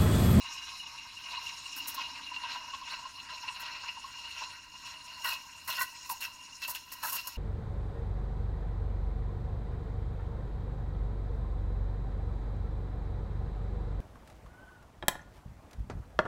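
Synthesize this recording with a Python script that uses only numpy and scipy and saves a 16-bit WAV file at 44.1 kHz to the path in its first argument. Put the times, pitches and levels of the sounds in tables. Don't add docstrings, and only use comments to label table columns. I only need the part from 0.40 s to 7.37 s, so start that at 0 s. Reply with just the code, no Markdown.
import sys
import numpy as np
from scipy import signal
from scipy.fft import rfft, irfft
from scipy.io import wavfile
from scipy.ndimage import map_coordinates

SR = 44100
rng = np.random.default_rng(int(sys.argv[2]) if len(sys.argv) > 2 else 0)


def int16_out(signal):
    q = np.round(np.clip(np.atleast_2d(signal).T, -1, 1) * 32767)
    wavfile.write(sys.argv[1], SR, q.astype(np.int16))


N = 307377
TIME = np.arange(N) / SR
FOAMED_S = 3.36
CHIRP_S = 0.0115

# t/s, length/s, spray level before trim/dB, gurgle level before trim/dB, shrillness 0-1
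GULPS = [(1.361, 0.022, -41, -46, 0.2), (1.472, 0.027, -39, -42, 0), (1.541, .009, -42.5, -56, .3),
         (3.195, 0.023, -51, -42, 0.57), (4.841, 0.053, -41, -37, .4), (4.899, 0.041, -45.5, -39, .7),
         (5.275, 0.023, -40, -36.5, 0), (5.296, 0.075, -47.5, -37.5, 0.87), (5.392, 0.043, -38.5, -42, 0.9),
         (5.692, .028, -37.5, -55, 0), (5.804, 0.049, -44, -39.5, 0.93), (6.216, .033, -50, -40.5, 0.96),
         (6.276, .034, -37.5, -45, 0.03), (6.347, 0.013, -43.5, -37, 1), (6.517, 0.016, -41, -44.5, .2),
         (6.628, 0.033, -37, -39.5, 0), (6.667, 0.04, -37.5, -42.5, 0.27), (6.72, 0.045, -35, -44, .3),
         (6.761, 0.038, -57, -40, 0.98), (6.871, 0.0092, -37.5, -40.5, 0.1)]
# f/Hz, relative density/dB per Hz
BOIL_COLOUR = [(100, -21), (450, -17), (750, -12), (1000, -3), (1700, -4.5), (2400, 0.5), (3300, -3.5),
               (4700, -3.5), (6000, -14), (7500, -23.5), (10000, -36.5), (16000, -35)]


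def gain_of(db):
    return 10 ** (np.asarray(db) / 20)


def evened(x):
    return x / np.sqrt(np.mean(x ** 2) + 1e-20)


def read(points, hz):
    f, value = np.transpose(points)
    return np.interp(np.log(hz + 1), np.log(f + 1), value)


def drift(rate_hz, size=16384):
    hz = np.fft.rfftfreq(size, N / SR / size)
    spectrum = rfft(rng.standard_normal(size)) * np.exp(-(hz / rate_hz) ** 2)
    return evened(np.interp(TIME, np.linspace(0, N / SR, size), irfft(spectrum)))


def band_rms(x, band_hz):
    bandpass = signal.butter(4, band_hz, "band", fs=SR, output="sos")
    return np.std(signal.sosfilt(bandpass, x))


def fuzzy_tone(hz, spread_hz):
    in_phase = drift(spread_hz) * np.cos(2 * np.pi * hz * TIME)
    quadrature = drift(spread_hz) * np.sin(2 * np.pi * hz * TIME)
    return in_phase + quadrature


def rumble(level_db=-66):
    # f/Hz, relative level/dB
    rumble_colour = [(15, -9), (48, -1.5), (65, -2.5), (87, -1), (125, -7.5), (190, -10), (270, -11),
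                     (400, -19), (3000, -38)]
    hz = np.fft.rfftfreq(N, 1 / SR)
    spectrum = rfft(rng.standard_normal(N)) * gain_of(read(rumble_colour, hz))
    return gain_of(level_db) * evened(irfft(spectrum, N))


def kitchen(x, size=16384):
    # f/Hz, t60/s
    decay = [(200, 0.18), (1000, 0.24), (4000, 0.25), (15000, 0.1)]
    taps = rng.standard_normal(size) * (TIME[:size] > 0.004)
    hz, t, z = signal.stft(taps, SR, nperseg=256)
    z_decayed = z * gain_of(-60 * t / read(decay, hz)[:, None])
    tail = signal.istft(z_decayed, SR, nperseg=256)[1]
    return signal.oaconvolve(x, tail / np.linalg.norm(tail))[:N]


def response(colour, ring, modes, tilt_db_per_oct, size=4096):
    hz = abs(np.fft.fftfreq(size, 1 / SR))
    lift = 1.0
    for f, width, db in modes:
        lift = lift + (gain_of(db) ** 2 - 1) / (1 + ((hz - f) / (width / 2)) ** 2) ** 1.5
    octaves = np.log2(np.clip(hz, 900, 4500))
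    smooth = np.log(gain_of(read(colour, hz) + tilt_db_per_oct * octaves))
    log_gain = smooth + ring * np.log(lift) / 2
    taps = np.fft.ifft(np.exp(np.conj(signal.hilbert(log_gain)))).real[:size // 2]
    return taps / np.linalg.norm(taps)


def pitcher(x, colour, ring, fresh_tilt_db_per_oct=1.6, swirl=0.093):
    # f fresh/Hz, f foamed/Hz, width/Hz, lift at ring 1/dB
    modes = [(717, 636, 65, 9.5), (945, 959, 73, 16), (1062, 1020, 56, 15.5), (1200, 1380, 91, 7.5),
             (1574, 1556, 88, 9), (2133, 1919, 77, 8), (2580, 2666, 121, 11), (2860, 2825, 97, 13.5),
             (3935, 4100, 168, 10), (4100, 4315, 260, 7.5), (5260, 5220, 153, 9.5), (5590, 5580, 244, 8.5),
             (6620, 6700, 210, 8), (9800, 9550, 215, 8.5)]
    fresh_modes = [(hz, width, db) for hz, _, width, db in modes]
    foamed_modes = [(hz, width, db) for _, hz, width, db in modes]
    fresh = response(colour, ring, fresh_modes, fresh_tilt_db_per_oct)
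    foamed = response(colour, ring, foamed_modes, 0)
    foam = np.clip(TIME / FOAMED_S + swirl * drift(13), 0, 1)
    return (1 - foam) * signal.oaconvolve(x, fresh)[:N] + foam * signal.oaconvolve(x, foamed)[:N]


def steel_walls(x, t60_s, share, size=2048):
    t = TIME[:size]
    bounces = rng.standard_normal(size) * gain_of(-60 * t / t60_s) * (t > 0.0005)
    bounces = signal.sosfilt(signal.butter(2, 4500, "high", fs=SR, output="sos"), bounces)
    bounces /= np.linalg.norm(bounces)
    share = np.clip(share, 0, 1)
    return np.sqrt(1 - share) * x + np.sqrt(share) * signal.oaconvolve(x, bounces)[:N]


def crackle(clicks_per_s, spread_db, share):
    sizes = gain_of(spread_db * np.minimum(rng.exponential(1, N), 4)) * rng.choice([-1, 1], N)
    clicks = evened(sizes * (rng.random(N) < clicks_per_s / SR))
    share = np.clip(share, 0, 1)
    return np.sqrt(share) * clicks + np.sqrt(1 - share) * rng.standard_normal(N)


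def patchy(x, depth_db, patch_hz, patch_s):
    hz, t, z = signal.stft(x, SR, nperseg=256)
    place = np.meshgrid(hz / patch_hz, t / patch_s, indexing="ij")
    swarms = evened(map_coordinates(rng.standard_normal(z.shape), place, order=1, mode="wrap"))
    return evened(signal.istft(z * gain_of(depth_db * swarms), SR, nperseg=256)[1][:N])


def steam_db():
    # t/s, boil/dB, hiss/dB, screech/dB
    course = [(0.0, -54, -52.5, -46), (0.62, -57, -55.5, -54), (1.36, -55.5, -51, -45.5),
              (1.51, -53, -53.5, -47.5), (1.82, -55, -55.5, -50.5), (2.1, -53.5, -59, -46.5),
              (2.29, -56.5, -57, -49), (2.7, -58.5, -56.5, -55.5), (3.26, -55.5, -55, -51.5),
              (3.65, -58, -57, -52), (3.98, -54.5, -53.5, -48), (4.23, -61, -57, -54.5),
              (4.87, -58, -53, -49.5), (5.1, -63, -55, -56.5), (5.41, -64, -56.5, -49),
              (5.67, -60.5, -55, -60), (6.04, -64.5, -56, -58), (6.97, -60, -58, -54)]
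    s, *levels_db = np.transpose(course)
    return [np.interp(TIME, s, db) for db in levels_db]


def flare_db():
    surges = [(0.768, 0.051, -7, -0.5), (0.948, 0.15, 7.5, -0.5), (1.075, 0.092, 4.5, 6),
              (1.598, 0.067, 5, -2.5), (2.122, .11, 8.5, 2.5), (2.35, 0.016, 7.5, 1), (2.516, 0.13, 8, 5.5),
              (2.745, .05, -5.5, 1.5), (2.934, 0.051, 6.5, -2), (3.089, 0.016, 12, -1),
              (3.292, 0.17, 6.5, 0.5), (3.44, 0.013, 6, 0), (3.492, 0.024, 9, -1), (4.03, .07, 2.5, 4),
              (4.296, 0.064, -8, -3.5), (4.485, 0.091, 5, 5), (6.46, 0.052, -0.5, -4)]
    s, length_s, *lifts_db = np.transpose(surges)
    bells = np.exp(-(2 * (TIME - s[:, None]) / length_s[:, None]) ** 2)
    return np.array(lifts_db) @ bells


def heave(rest_db=-78, stirred_db=-66.0, start_s=1.36, settle_s=0.57):
    age = TIME - start_s
    stirred = gain_of(stirred_db) * (age > 0) * np.exp(-abs(age) / settle_s)
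    return (gain_of(rest_db) + stirred) * fuzzy_tone(hz=277.4, spread_hz=51)


def jet(trim_db=-0.78, flutter_db=1.3):
    # f/Hz, relative density/dB per Hz
    hiss_colour = [(300, -20), (780, -15.5), (1000, -6), (2000, -8.5), (3500, -7), (5500, 2.5), (7000, -1),
                   (8200, -7.5), (10300, -12.5), (11800, -12.5), (16000, -22)]
    drive = patchy(rng.standard_normal(N), depth_db=2.5, patch_hz=2010, patch_s=0.035)
    sound = pitcher(steel_walls(drive, t60_s=0.03, share=0.29), hiss_colour, ring=1.0)
    _, hiss_db, _ = steam_db()
    _, lift_db = flare_db()
    level_db = hiss_db + lift_db + trim_db + flutter_db * drift(21.3)
    return gain_of(level_db) * sound / band_rms(sound, (5000, 7500))


def screech(churn, trim_db=-4, churn_db=3):
    # f/Hz, spread/Hz, relative level/dB
    cluster = [(2620, 46, -6), (2835, 44, 6), (2806, 60, -1)]
    whistle = sum(gain_of(db) * fuzzy_tone(hz, spread) for hz, spread, db in cluster)
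    _, _, screech_db = steam_db()
    return gain_of(screech_db + trim_db + churn_db * churn) * evened(whistle)


def lesser_bubbles(spread_db=2.0, detune_hz=28):
    # f/Hz, rate/(1/s), level before trim over the boil course at start/dB, once foamed/dB, at end/dB
    notes = [(1014, 11.9, -1, 9.6, 3), (2810, 8, 13, 9.6, 7)]
    boil_db, _, _ = steam_db()
    rows = []
    for hz, per_s, *over_db in notes:
        chance = rng.random(N)
        size, pitch = rng.standard_normal((2, N))
        db = boil_db + np.interp(TIME, [0, FOAMED_S, N / SR], over_db) + spread_db * size
        for i in np.flatnonzero(chance < per_s / SR):
            rows.append((TIME[i], db[i], hz + detune_hz * pitch[i], CHIRP_S))
    return rows


def ring_bubbles(rows, trim_db=-2, sag_hz=22, waver_hz=45, rough=0.14, edge_db=3.5, lean=0.067,
                 snap_db=-5, snap_s=0.0029):
    waver, grit = drift(133), drift(170)
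    noise, phases = rng.standard_normal(N), rng.random(N)
    tones, snaps = np.zeros((2, N))
    for (s, db, hz, length_s), phase in zip(rows, phases):
        near = slice(*np.searchsorted(TIME, [s - 2 * length_s, s + 2 * length_s]))
        age = 2 * (TIME[near] - s) / length_s
        turns = np.cumsum(hz - sag_hz * age + waver_hz * waver[near]) / SR + phase
        swell = gain_of(db + trim_db - edge_db * (age - lean * abs(age)) ** 2)
        tones[near] += swell * (1 + rough * grit[near]) * np.sqrt(2) * np.sin(2 * np.pi * turns)
        torn_s = TIME[near] - (s - length_s / 2)
        snaps[near] += gain_of(db + snap_db) * (torn_s > 0) * np.exp(-abs(torn_s) / snap_s)
    return tones + pitcher(snaps * noise, BOIL_COLOUR, ring=1)


def chirps():
    # t peak/s, level before trim/dB, f/Hz
    largest = [(0.408, -36.5, 2860), (0.973, -36, 2810), (0.982, -38, 1019), (1.073, -36, 2800),
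               (1.41, -35.5, 2800), (1.586, -34.5, 1054), (1.922, -37.5, 1037), (1.969, -32.5, 2820),
               (2.042, -35.5, 1006), (2.342, -36, 1023), (2.42, -40, 1025), (2.661, -38, 1029),
               (3.038, -40, 979), (3.1, -37.5, 984.5), (3.493, -38, 2810), (3.647, -38, 1007),
               (4.852, -33, 2790), (4.928, -32, 2650), (5.297, -35.5, 1000), (5.39, -33, 2780),
               (5.704, -30, 1008), (5.722, -37, 951), (5.829, -35.5, 2700), (6.232, -36.5, 2650),
               (6.29, -39.5, 1000), (6.73, -37.5, 978), (6.791, -35.5, 2735)]
    # t peak/s, length/s, level before trim/dB, pitch factor
    squeals = [(4.864, .024, -33.5, 1.005), (5.391, 0.017, -35, .99), (5.419, .015, -31.5, 1.01),
               (6.645, .017, -37.5, 0.9)]
    # f before pitch factor/Hz, relative level/dB
    pocket = [(1030, -0.5), (1480, -1.5), (1920, -2.5)]
    rows = [(s, db, hz, CHIRP_S) for s, db, hz in largest]
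    for s, length_s, db, factor in squeals:
        for hz, mode_db in pocket:
            rows.append((s, db + mode_db, hz * factor, length_s))
    return ring_bubbles(rows + lesser_bubbles())


def gulp_envelope(gains, rise_s, fall_s, foam_db, foam_s):
    power = np.zeros(N)
    for (s, length_s, *_), gain in zip(GULPS, gains):
        near = abs(TIME - s) < 0.4
        age = TIME[near] - s
        before, after = np.maximum(-age, 0), np.maximum(age - length_s, 0)
        opening = np.clip(age / (rise_s * (length_s / 0.036)), 0, 1)
        foamed = min(s / FOAMED_S, 1)
        foam = gain_of(foam_db) * foamed * np.exp(-(2 * before + after) / foam_s)
        power[near] += gain ** 2 * ((opening * np.exp(-after / fall_s)) ** 2 + foam ** 2)
    return np.sqrt(power)


def spray(gains, trim_db=1.0, sputter_db=2.0):
    # f/Hz, relative density/dB per Hz
    spray_colour = [(200, -7.5), (450, -15), (900, -8.5), (3000, -18.5), (5500, -5), (7000, -5),
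                    (9000, -6.5), (10800, 1), (13000, 1.5), (16000, -0.5)]
    droplets = crackle(clicks_per_s=2500, spread_db=5, share=0.56)
    drive = evened(droplets * gain_of(sputter_db * drift(130)))
    envelope = gulp_envelope(gains, rise_s=0.0013, fall_s=0.0067, foam_db=-17.0, foam_s=0.079)
    drive *= gain_of(trim_db) * envelope
    return pitcher(steel_walls(drive, t60_s=0.039, share=0.56), spray_colour, ring=1.0)


def gurgle(gains, colour, trim_db=-1.0):
    pops = crackle(clicks_per_s=800, spread_db=1.5, share=0.65)
    drive = patchy(pops, depth_db=3, patch_hz=696, patch_s=0.014)
    envelope = gulp_envelope(gains, rise_s=0.0035, fall_s=0.012, foam_db=-25, foam_s=0.033)
    drive *= gain_of(trim_db) * envelope
    return pitcher(drive, colour, ring=1.0)


def gulps():
    # f/Hz, relative density/dB per Hz
    deep_colour = [(100, -16), (420, -19.5), (550, -3.5), (780, -16.5), (1000, 1), (1500, 0.5),
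                   (2000, -3.5), (3200, -10.5), (4500, -9), (6500, -14), (9000, -45), (16000, -50)]
    shrill_colour = [(100, -36), (450, -28), (1000, -13), (2000, -4), (2600, 0.5), (3700, -2), (4400, -2),
                     (6500, -9), (9000, -16), (16000, -36)]
    _, _, spray_db, gurgle_db, shrill = np.transpose(GULPS)
    shrill = np.clip(shrill, 0, 1)
    deep = gurgle(gain_of(gurgle_db) * np.sqrt(1 - shrill), deep_colour)
    high = gurgle(gain_of(gurgle_db) * np.sqrt(shrill), shrill_colour)
    return spray(gain_of(spray_db)) + deep + high


def boil(churn, trim_db=0.75, churn_db=1.27):
    clicks = crackle(clicks_per_s=2500, spread_db=2.5, share=0.31)
    drive = patchy(clicks, depth_db=3.0, patch_hz=820, patch_s=0.02)
    muffled = signal.sosfilt(signal.butter(2, 9000, fs=SR, output="sos"), drive)
    sound = pitcher(muffled * gain_of(churn_db * churn), BOIL_COLOUR, ring=1.115)
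    boil_db, _, _ = steam_db()
    lift_db, _ = flare_db()
    return gain_of(boil_db + lift_db + trim_db) * sound / band_rms(sound, (1200, 2450))


def scene(room_db=-12):
    churn = drift(45.0)
    wand = boil(churn) + screech(churn) + heave() + jet() + gulps() + chirps()
    return (wand + gain_of(room_db) * kitchen(wand) + rumble())[None]


def record(dry, edge_hz=15850):
    lowpass = signal.firwin(511, edge_hz, window=("kaiser", 9), fs=SR)
    return signal.oaconvolve(dry, lowpass[None], "same")


dry = scene()
out = record(dry)
int16_out(out)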